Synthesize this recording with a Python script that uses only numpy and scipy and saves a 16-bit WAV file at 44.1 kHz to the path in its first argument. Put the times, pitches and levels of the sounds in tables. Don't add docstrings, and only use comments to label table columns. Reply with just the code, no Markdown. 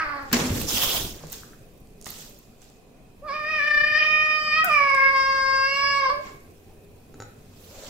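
import sys
import numpy as np
from scipy import signal
from scipy.fft import rfft, irfft, next_fast_len
from scipy.io import wavfile
from scipy.ndimage import uniform_filter1d

SR = 44100
rng = np.random.default_rng(int(sys.argv[2]) if len(sys.argv) > 2 else 0)


def volts(x):
    e = np.asarray(x, float) / 20
    return 10 ** e


def file_out(sig):
    cols = np.atleast_2d(sig).T
    lim = np.clip(cols, -1, 1)
    pcm = np.round(lim * 32767).astype(np.int16)
    wavfile.write(sys.argv[1], SR, pcm)


N = 347949

# pitch_hz, level_db (per Hz)
AIR_COLOUR = [(12, -22), (20, 5.5), (59, -22), (85, -7), (275, -6), (344, -17), (407, -7), (553, -13.5),
              (751, -12.5), (888, -28), (965, -19.5), (1310, -28), (2490, -30), (15700, -40.5)]
# pitch_hz, width_hz, level_db, start_s, end_s
HUMS = [(91.4, 4, -57.5, 4.7, 15), (407, 1.06, -61.5, 6.1, 7.0), (142, 5.2, -66, 0.53, 5.1),
        (770, 26, -57.5, 6.66, 6.75), (550, 44, -49, 7.7, 7.9)]
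# pitch_hz, likeness (0-1)
PORT_LIKENESS = [(60, 0.87), (180, 0.99), (550, 0.582), (1650, 0.02), (5000, 0.056), (15000, .01)]
# pitch_hz, left_minus_right_db
PORT_LEAN = [(60, 1), (180, 2), (550, -4), (1650, 1.5), (4970, -3), (15000, -6.5)]
# pitch_hz, t60_s
ROOM_DECAY = [(200, 0.058), (550, .45), (1000, 0.52), (2500, 0.7), (5000, 0.42), (14000, 0.05)]

# peak_s, rise_s, fall_s, level_db, lowest_db (against level_db)
RUMBLE = [(0, .1, 2.45, -47.5, 3), (0.332, 0.025, 0.96, -22.5, -30), (.6, 0.4, 2.6, -39.5, -1),
          (1.0, 0.35, 0.26, -33.5, -8), (1.751, 0.067, 0.16, -66, -23), (2.08, 0.17, 1.6, -49.5, -8.5),
          (4.631, 0.34, 1.1, -44.5, -2.5), (6.36, 0.9, 0.043, -49, -8.5), (6.7, 0.19, 0.84, -75.5, -4.5),
          (7.2, 0.28, 0.86, -50, -25), (7.89, 1, 1., -48, -6)]
# start_s, level_db, board_hz, t60_s
THUDS = [
    (0.333, -4, 239.5, 0.14),
    (0.433, -12.5, 248, 0.19),
    (0.507, -8.5, 103, 0.11),
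    (0.539, -24, 212, 0.095),
    (1.237, -29, 158, 0.16),
    (7.194, -38, 107, 0.34),
]
# peak_s, level_db, width_s
SLAPS = [
    (.417, -18, 0.0006),
    (0.506, -13, .001),
    (.616, -22, 0.00025),
]
# start_s, level_db
CLACKS = [
    (7.142, -35.5),
    (7.202, -24),
    (7.212, -34),
    (7.222, -24.5),
]
# pitch_hz, level_db, t60_s
CLACK_MODES = [(823, 4, 0.025), (520, 4, .03), (1330, 2, 0.04), (1460, 0, .03), (1780, -4, 0.013),
               (3950, -5, 0.04), (4520, -4.5, 0.015), (5505, 0, 0.009), (6100, -2, .01), (6806, 1, 0.025)]
# start_s, level_db, ring_hz, pan_db
KNOCKS = [
    (0.316, -23.5, 1202, 4.5),
    (0.331, -14.5, 1390, 9),
    (.614, -25, 3000, -6),
    (2.066, -23.5, 770, 2),
    (6.68, -57, 760, -0.5),
]
# start_s, level_db, ring_hz, pan_db
PATS = [
    (1.237, -31.5, 556, -1),
    (1.236, -49, 1500, 0),
    (1.335, -42, 1450, 8),
    (1.433, -37.5, 1350, 9.5),
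    (1.532, -44, 1390, -3),
    (7.183, -46, 660, -1.5),
]
# start_s, level_db, pan_db
CLAW_TIPS = [(.228, -44, -8), (.3288, -12, -13), (.47, -36, -10), (.487, -38, -10), (.602, -31, -10),
             (.616, -23, -12), (.802, -30, -10), (.968, -18, -10), (1.321, -27, -9), (1.325, -26, -11),
             (1.6117, -63, -12), (1.8034, -49, -9), (2.1037, -25, -7.5), (2.2962, -38, -10),
             (2.389, -39, 1), (4.6452, -16.5, -15), (4.652, -23, -9)]
# start_s, level_db, pan_db
CLAW_CATCHES = [(.782, -16, 2), (1.2695, -35, -7), (1.2998, -32, -2), (1.3285, -24, 7.5), (1.8724, -45, -1),
                (2.0133, -35, -10), (2.025, -36, -6), (2.0445, -33, -14), (2.0586, -28.5, -9),
                (2.0717, -28, -6), (2.0894, -31, -2), (2.1504, -43, 14.5), (2.187, -32, -4),
                (2.6184, -39, -3), (2.6424, -46, -7), (2.7003, -43, -1), (4.6452, -20, -3),
                (4.8998, -35, -11), (4.948, -31.5, -15)]

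# peak_s, rise_s, fall_s, level_db, brightness_db
SCUFFLE = [(0.329, 0.0029, 0.14, -25.5, -7.5), (.4, 0.11, 0.4, -36, -13), (.47, 0.36, .15, -45.5, -3),
           (.55, .1, 0.75, -41, 5), (0.619, 0.23, .09, -40.5, 8), (.72, 0.16, 0.37, -43, 8),
           (1.25, 1, 0.18, -55.5, -6.5), (1.334, 0.11, 0.3, -46, 5), (2.062, 0.015, 0.53, -46, 5),
           (2.216, 0.3, 0.23, -50.5, 5.5), (2.624, 0.066, 0.41, -61, 2), (6.27, 0.15, 0.21, -55, -15),
           (7.62, 0.17, 2.7, -65, 14), (7.89, 0.56, 1., -48.5, -3)]
# peak_s, rise_s, hold_s,
# fall_s, level_db
FLICKS = [
    (.3, .3, 0.009, 0.034, -70),
    (3.3, .05, 2.75, 0.084, -71.5),
    (4.642, 0.012, .005, 0.31, -36),
    (4.72, .05, 0.011, 0.26, -43),
    (4.947, .03, 0.24, 0.13, -50),
    (6.258, 0.092, 0.078, 0.074, -72),
]
# time_s, breath_db, mouth_hz, teeth_edge_db
HISS = [(.665, -52, 3300, 12), (.685, -31, 3370, 9.5), (.735, -27.5, 3500, 3), (.775, -23.5, 3120, 0),
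        (.80, -26, 3230, -2.5), (.835, -20.5, 3370, -1), (.87, -25.5, 3400, -3), (.96, -24, 3360, -3),
        (1.04, -32, 3500, -2), (1.1, -39.5, 3380, 1.5), (1.251, -64, 3250, 0.5)]
# pitch_hz, level_db (per Hz)
HISS_COLOUR = [(240, -41), (400, -6.5), (774, -4.5), (1150, -6), (1920, -12), (2600, -5.5), (3380, 3.5),
               (4300, -6.5), (5200, -2), (6700, -5.5), (9310, -11.5), (15700, -5)]
# pitch_hz, share (0-1)
TEETH = [(4300, 0), (5500, 1), (7000, 1), (9000, .3)]

# time_s, pitch_hz
MOAN_PITCH = [(0, 318.6), (.05, 301.6), (.1, 289.3), (.16, 283.9), (.22, 279.2), (.3, 273)]
RISE_PITCH = [(3.218, 545), (3.24, 590), (3.264, 630), (3.298, 548), (3.316, 553), (3.338, 595),
              (3.39, 614), (3.428, 597), (3.496, 626), (3.582, 613)]
STRAINED_PITCH = [(3.6, 580), (3.64, 583), (3.668, 601), (3.8, 592), (3.84, 604), (3.96, 606)]
HELD_PITCH = [(3.984, 626), (4.04, 613), (4.26, 616), (4.53, 609), (4.576, 633), (4.64, 635.5)]
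CRACKED_PITCH = [(4.635, 690), (4.655, 770), (4.708, 600), (4.73, 605), (4.79, 573), (4.885, 554),
                 (4.97, 542), (5.08, 542.5), (5.126, 549)]
WAIL_PITCH = [(5.15, 539), (5.2, 536.5), (5.32, 540.5), (5.43, 536), (5.64, 538.5), (5.76, 557),
              (5.87, 559.5), (5.985, 557), (6.1, 520)]
SOB_PITCH = [(6.092, 540), (6.115, 571.6), (6.2, 582), (6.225, 600)]
# time_s, effort_db, mouth_opening (0-1), twang_db (back of the throat)
MOAN_PHRASE = [(0, -26, 0.15, -13.5), (.08, -32.5, 0.18, -9), (.16, -32.5, 0.14, -16), (.22, -39, 0.19, -6),
               (.3, -59, 0.27, -26)]
RISE_PHRASE = [(3.218, -53.5, 0.02, -32), (3.25, -42, 0, -25), (3.268, -32, .05, -23),
               (3.287, -28, 0.17, -8), (3.42, -31.5, 0.57, -7.5), (3.57, -23.5, 0.61, -7)]
STRAINED_PHRASE = [(3.6, -24.5, 0.7, -6.5), (3.78, -21, 0.81, -9), (3.915, -25, 0.67, -2.5),
                   (3.954, -14, 1, -16)]
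HELD_PHRASE = [(3.984, -22.5, 0.6, -2.5), (4.05, -22, 0.56, -5), (4.27, -23, 0.57, -9),
               (4.458, -23.5, 0.38, -8.5), (4.54, -21, 0.55, -3), (4.6, -18, 0.55, -8),
               (4.64, -22, 0.59, -17.5)]
CRACKED_PHRASE = [(4.635, -30, .3, -22), (4.683, -24.5, 0.17, -12.5), (4.705, -16, 0.17, -11),
                  (4.74, -19.5, 0.16, 0), (4.84, -18.5, 0.13, -1.5), (4.95, -21, 0.31, 1),
                  (5.04, -18.5, 0.31, 2), (5.13, -23, 0.36, -3.5)]
WAIL_PHRASE = [(5.165, -19.5, 0.23, -3.5), (5.3, -22.5, 0.28, -5), (5.44, -22, 0.25, -7.5),
               (5.62, -21.5, 0.32, -8.5), (5.701, -26.5, 0.48, -2), (5.77, -23.5, 0.19, -2.5),
               (5.92, -24, 0.4, -2.5), (5.97, -21.5, 0.13, -3), (6.03, -24, 0.23, -6),
               (6.065, -17.5, 0.033, -17), (6.085, -24.5, 0.035, -15), (6.108, -21.5, 0.043, -16.5)]
SOB_PHRASE = [(6.092, -17, 0.15, -14), (6.13, -34, 0.16, -14), (6.165, -47, .1, -8), (6.205, -52, .1, -18),
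              (6.222, -88, .1, -18)]
# centre_s, half_length_s, added_hoarseness (0 = none, 1 = very hoarse)
CRACKS = [
    (.25, .55, 1.25),
    (3.28, .1, .26),
    (3.42, .25, .1),
    (3.75, .3, .07),
    (4.02, .06, .27),
    (4.665, .04, .4),
    (4.9, .26, .09),
    (6.06, .06, .1),
    (6.24, .14, .6),
]
# pitch_hz, level_db
THROAT = [(400, -7.5), (2500, -0.5), (2900, -4), (3600, -1.5), (4150, -6.5), (4850, 7), (5500, -1),
          (6100, -17), (7000, -20), (8000, -16), (9300, -48.5), (12300, -28), (13500, -26.5), (15000, -23)]
# time_s, size_factor, fifth_partial_db, top_db
TONGUE = [(0, 1.08, 1.5, -5.5), (3.2, 0.97, -9, -0.5), (3.55, 1.034, 0, -3), (3.9, 1, 3.5, -1),
          (4.2, 1.073, 6.5, -2.5), (4.45, 0.99, 2, 4.5), (4.63, 0.99, 1, -3.5), (4.75, 1.03, -2.5, 2.5),
          (5.0, 0.95, -6.5, -7.5), (5.2, 0.97, -3, 2.5), (5.45, 0.975, -7, 5.5), (5.6, 0.97, 3.5, 6.5),
          (5.75, 0.96, 10.5, 8.5), (5.95, 0.94, 4, 7.5), (6.05, 1, -6.5, 0.5), (6.3, 0.72, -6.5, 16)]
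# start_s, end_s, cut_db (upper partials)
MUFFLED = [
    (3.18, 3.3, 7.5),
    (4.614, 4.719, 4),
]
# start_s, end_s, crest_s, rate_hz, depth_db
TREMORS = [
    (3.628, 3.901, 3.812, 30.1, 3.5),
    (4.174, 4.358, 3.9, 19.3, 2),
]
# time_s, share (0-1)
YOWL_RASP = [(4.66, 0), (4.72, .75), (5.0, .78), (5.12, .55), (5.17, .15), (6.0, .22), (6.2, 0)]
MOAN_RASP = [(0, 0.73), (.1, 0.23), (.22, .25), (.3, 0)]
# pitch_hz, left_minus_right_db
VOICE_LEAN = [(500, 2), (1150, -8), (1450, -5.5), (1750, 11.5), (2050, 0), (2400, -4), (3500, -2),
              (5000, -5)]


def evened(x):
    return x / np.sqrt(np.mean(x ** 2) + 1e-20)


def read(points, hz):
    f, value = np.transpose(points)
    return np.interp(np.log(hz + 1), np.log(f + 1), value)


def add(mix, s, sound):
    part = mix[..., max(round(s * SR), 0):][..., :sound.shape[-1]]
    part += sound[..., :part.shape[-1]]


def drift(count, size):
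    return evened(uniform_filter1d(uniform_filter1d(rng.standard_normal(count), size=size), size=size))


def window(t, start, end, fade):
    return np.clip(np.minimum(t - start, end - t) / fade, 0, 1)


def swell(t, s, rise, hold, fall, db):
    return db - 30 * (np.maximum(s - t, 0) / rise + np.maximum(t - s - hold, 0) / fall)


def resonate(x, hz, width):
    turn = np.exp(2j * np.pi * hz * np.arange(len(x)) / SR)
    r = np.exp(-np.pi * width / SR)
    return 2 * (turn * signal.lfilter([1 - r], [1, -r], x / turn)).real


def band_noise(hz, width, second_width):
    return evened(resonate(resonate(rng.standard_normal(N), hz, width), hz, second_width))


def lowpass(x, hz):
    return signal.oaconvolve(x, signal.firwin(255, hz, fs=SR)[None], "same")


def noise(shape_db, size, patchy_db, flicker_db):
    hop = size // 4
    t, hz = np.arange(N // hop + 5) * hop / SR, np.fft.rfftfreq(size, 1 / SR)
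    a, b, c, d, patch = rng.standard_normal((len(t), len(hz), 5)).T
    patch = evened(uniform_filter1d(uniform_filter1d(patch, size=7, axis=0), size=9, axis=1))
    flicker = rng.standard_normal(len(t))
    same = read(PORT_LIKENESS, hz)[:, None]
    left = a + 1j * b
    right = same * left + np.sqrt(1 - same ** 2) * (c + 1j * d)
    lean = read(PORT_LEAN, hz)[:, None] / 2
    z = np.array([left, right]) * volts(np.array([lean, -lean]))
    z *= volts(shape_db(hz, t) + patchy_db * patch + flicker_db * flicker)
    return signal.istft(z, nperseg=size, noverlap=size - hop)[1][:, :N] * np.sqrt(SR / size)


def room(x):
    echoes = np.zeros((2, SR))
    at = np.arange(200, SR - 20, 20) + rng.integers(0, 20, (2, (SR - 201) // 20))
    np.put_along_axis(echoes, at, rng.choice([-1., 1.], at.shape), 1)
    hz, t, z = signal.stft(echoes, SR, nperseg=256)
    tail = signal.istft(z * volts(-60 * t / read(ROOM_DECAY, hz)[:, None]), SR, nperseg=256)[1]
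    return signal.fftconvolve(x, tail / np.linalg.norm(tail[0]), axes=1)[:, :N]


def background():
    air = noise(lambda hz, t: read(AIR_COLOUR, hz)[:, None] + 0 * t, size=2048, patchy_db=2.2, flicker_db=.3)
    out, t = volts(-51.5) * evened(air), np.arange(N) / SR
    for hz, width, db, start, end in HUMS:
        hum = evened(resonate(rng.standard_normal(N), hz, width))
        out = out + volts(db) * window(t, start, end, 0.029) * hum
    throb = volts(1.5 * evened(uniform_filter1d(rng.standard_normal(N), size=1500)))
    whine = np.array([band_noise(2510, 200, 400) for port in range(2)])
    return out + volts(-70.5) * throb * whine


def spread(hz, centres_hz, levels_db):
    at = np.interp(np.log(hz + 1), np.log(centres_hz), np.arange(len(centres_hz)))
    return sum(np.clip(1 - abs(at - k), 0, 1)[..., None] * db for k, db in enumerate(levels_db))


def boards(hz, t):
    gestures = [(s, rise, 0, fall, db, lowest) for s, rise, fall, db, lowest in RUMBLE]
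    gestures.append((3.5, 1.4, 3, 6, -49.5, -6.5))
    db = 10 * np.log10(sum(volts(2 * swell(t, *row[:5])) for row in gestures) + 1e-9)
    deep = 10 * np.log10(sum(volts(2 * (swell(t, *row[:5]) + row[5])) for row in gestures) + 1e-9)
    return spread(hz, [40, 100, 240, 420, 900], [deep - 15, db - 28.5, db - 30.0, db - 30.5, db - 54.5])


def thuds():
    out, t = np.zeros(N), np.arange(12000) / SR
    for s, db, hz, t60 in THUDS:
        add(out, s, volts(db - 60 * t / t60) * (1 - np.exp(-t / 0.02)) * np.sin(2 * np.pi * hz * t))
    return out


def slaps():
    out, t = np.zeros(N), np.arange(-200, 600) / SR
    for s, db, width in SLAPS:
        push = np.exp(-(t / width) ** 2)
        rebound = 0.2 * np.exp(-(t / (3 * width) - 1) ** 2)
        add(out, s - 200 / SR, volts(db) * (push - rebound))
    return out


def clacks():
    out, t = np.zeros(N), np.arange(8000) / SR
    ring = sum(volts(db - 60 * t / t60) * np.sin(2 * np.pi * hz * t) for hz, db, t60 in CLACK_MODES)
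    ring *= 0.49 + np.exp(-t / 0.0052)
    ring *= 1 - np.exp(-t / 0.000099)
    for s, db in CLACKS:
        add(out, s, volts(db) * ring / abs(ring).max())
    return out


def taps(events, crack_s, width_hz, centre_hz=0):
    out, t = np.zeros((2, N)), np.arange(1500) / SR
    for s, db, *ring, pan in events:
        hz = centre_hz or ring[0]
        crackle = rng.standard_normal(1500) * np.exp(-t / crack_s)
        tick = resonate(resonate(crackle, hz, width_hz), hz, 2 * width_hz)
        add(out, s, volts(db) * tick / abs(tick).max() * volts(np.array([[pan / 2], [-pan / 2]])))
    return out


def claws_and_paws():
    claws = taps(CLAW_TIPS, 0.0016, 2200, 13900) + taps(CLAW_CATCHES, 0.0011, 3300, 6800)
    return claws + taps(KNOCKS, 0.0015, 2140) + taps(PATS, 0.0036, 480)


def sliding(hz, t):
    power = 0
    for s, rise, fall, peak_db, bright_db in SCUFFLE:
        mid, low, top = -31.5, -32 - 0.67 * bright_db, -42 + bright_db
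        centres_hz = [150, 700, 2200, 3500, 7500, 9200, 12000]
        colour = read(list(zip(centres_hz, [low - 12, low, low - 3, mid, mid, top - 5, top])), hz)
        power = power + np.outer(volts(2 * colour), volts(2 * swell(t, s, rise, 0, fall, peak_db)))
    return power


def flicks(hz, t):
    colour = read([(5000, -8.5), (8000, -2.5), (12000, -10.5)], hz) - 41.5
    return np.outer(volts(2 * colour), sum(volts(2 * swell(t, *row)) for row in FLICKS))


def hiss(hz, t):
    when, level, mouth, edge = np.transpose(HISS)
    breath_db = np.interp(t, when, level, left=-99, right=-99)
    colour = read(HISS_COLOUR, np.outer(hz, 3380 / np.interp(t, when, mouth)))
    teeth = np.outer(read(TEETH, hz), np.interp(t, when, edge))
    return volts(2 * (colour + breath_db - 35 + teeth))


def rubbing(hz, t):
    return 10 * np.log10(hiss(hz, t) + sliding(hz, t) + flicks(hz, t) + 1e-30)


def rasp(share, hz, width, db):
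    gusts = volts(0.88 * evened(uniform_filter1d(rng.standard_normal(N), size=500)))
    envelope = np.interp(np.arange(N) / SR, *np.transpose(share))
    return volts(db) * envelope * gusts * band_noise(hz, width, width)


def region_levels(t, hz, phrase, regions, hoarse, chest_db):
    effort_db, mouth, twang_db = phrase
    mouth_hz = 977 + (1956 - 977) * mouth
    power = []
    for k in regions[1:4]:
        through_mouth = 1 / (1 + ((k * hz - mouth_hz) / 296) ** 2) ** 2
        through_twang = volts(2 * twang_db) / (1 + ((k * hz - 2458) / 363) ** 2) ** 2
        power.append(through_mouth + through_twang)
    power = np.array(power)
    chest = -13 - 0.75 * (effort_db + 23) + 12.5 * hoarse + chest_db
    clean_share = 1 - np.interp(t, *np.transpose(YOWL_RASP))
    upper = -22.5 + 0.42 * twang_db + 20 * np.log10(clean_share)
    return (chest, *10 * np.log10(power / power.sum(0)), upper)


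def voice(pitch, rows, regions, throat_size, chest_db):
    s, *columns = np.transpose(rows)
    t = np.arange(s[0], s[-1], 1 / SR)
    hz = uniform_filter1d(np.interp(t, *np.transpose(pitch)), size=300, mode="nearest")
    phrase = [np.interp(t, s, c) for c in columns]
    hoarse = .06 + sum(more * np.clip(2 - 2 * abs(t - at) / half, 0, 1) for at, half, more in CRACKS)
    levels = region_levels(t, hz, phrase, regions, hoarse, chest_db)
    turns = np.cumsum(hz * (1 + (0.0017 + 0.016 * hoarse) * drift(len(t), 300))) / SR
    muffled_db = sum(db * window(t, a, b, .03) for a, b, db in MUFFLED)
    when, *tongue = np.transpose(TONGUE)
    stretch, fifth_db, top_db = (np.interp(t, when, c) for c in tongue)
    out = np.zeros(len(t))
    for k in range(1, int(15600 / np.median(hz))):
        place = np.interp(k, regions, np.arange(5))
        db = sum(max(1 - abs(place - j), 0) * level for j, level in enumerate(levels))
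        db = db + read(THROAT, k * hz / (throat_size * stretch)) - muffled_db * (k > 2)
        db = db + (fifth_db if k == 5 else top_db * (k > 7))
        db = db + (1.22 + 4.7 * np.minimum(hoarse, .3)) * drift(len(t), 560)
        height = k * hz / 2900
        blur = 0.02 + hoarse * (0.2 + .6 * height ** 3 / (1 + (height / 2) ** 6))
        gain = volts(db) / np.sqrt(1 + blur ** 2)
        out += gain * (1 + blur * drift(len(t), 40)) * np.cos(2 * np.pi * k * turns + .6 * k * k)
    out += volts(-38) * band_noise(1400, 520, 520)[:len(t)]
    for a, b, crest, rate, depth_db in TREMORS:
        out *= volts(depth_db * window(t, a, b, .03) * np.cos(2 * np.pi * rate * (t - crest)))
    opening = t - s[0] + (s[0] == 0)
    edge = np.clip(np.minimum(opening, s[-1] - t) / .008, 0, 1)
    return s[0], np.sqrt(2) * volts(phrase[0] - 3.5) * out * edge


def moan():
    out = rasp(MOAN_RASP, hz=4520, width=220, db=-54)
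    add(out, *voice(MOAN_PITCH, MOAN_PHRASE, (3, 4.2, 5.3, 7.3, 10), .89, -20))
    return out


def yowl():
    out = rasp(YOWL_RASP, hz=5050, width=600, db=-45.5)
    add(out, *voice(RISE_PITCH + STRAINED_PITCH + HELD_PITCH, RISE_PHRASE + STRAINED_PHRASE + HELD_PHRASE,
                    (1, 2, 3, 4, 5.6), 1.0, -2))
    add(out, *voice(CRACKED_PITCH + WAIL_PITCH, CRACKED_PHRASE + WAIL_PHRASE, (1, 2, 3, 4, 6), 1.04, 2))
    add(out, *voice(SOB_PITCH, SOB_PHRASE, (1, 2, 3, 4, 5.6), 1.0, 5))
    return out


def facing(x):
    size = next_fast_len(N)
    lean = read(VOICE_LEAN, np.fft.rfftfreq(size, 1 / SR)) / 2
    return irfft(rfft(x, size) * volts(np.array([lean, -lean])), size)[:, :N]


def scene():
    rub = noise(rubbing, size=256, patchy_db=2.0, flicker_db=0.75)
    rumble = noise(boards, size=512, patchy_db=2.5, flicker_db=2.0)
    cat = moan() + yowl()
    ports = volts(4.0) * facing(np.array([np.roll(cat, 2), cat]))
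    sideways = volts(-6) * room(cat[None])[0] * np.array([[1], [-1]])
    steady = lowpass(ports + volts(-10) * room(ports) + sideways + rub + rumble + background(), 15750)
    landings = thuds() + slaps()
    landings = landings + volts(-9) * room(landings[None])[0]
    hits = claws_and_paws() - clacks()
    hits = lowpass(hits + volts(-6) * room(hits), 16650)
    return steady + landings + hits


def roll_off(x):
    return signal.sosfilt(signal.butter(12, 17010, fs=SR, output="sos"), x)


def record(dry):
    return roll_off(dry)


dry = scene()
out = record(dry)
file_out(out)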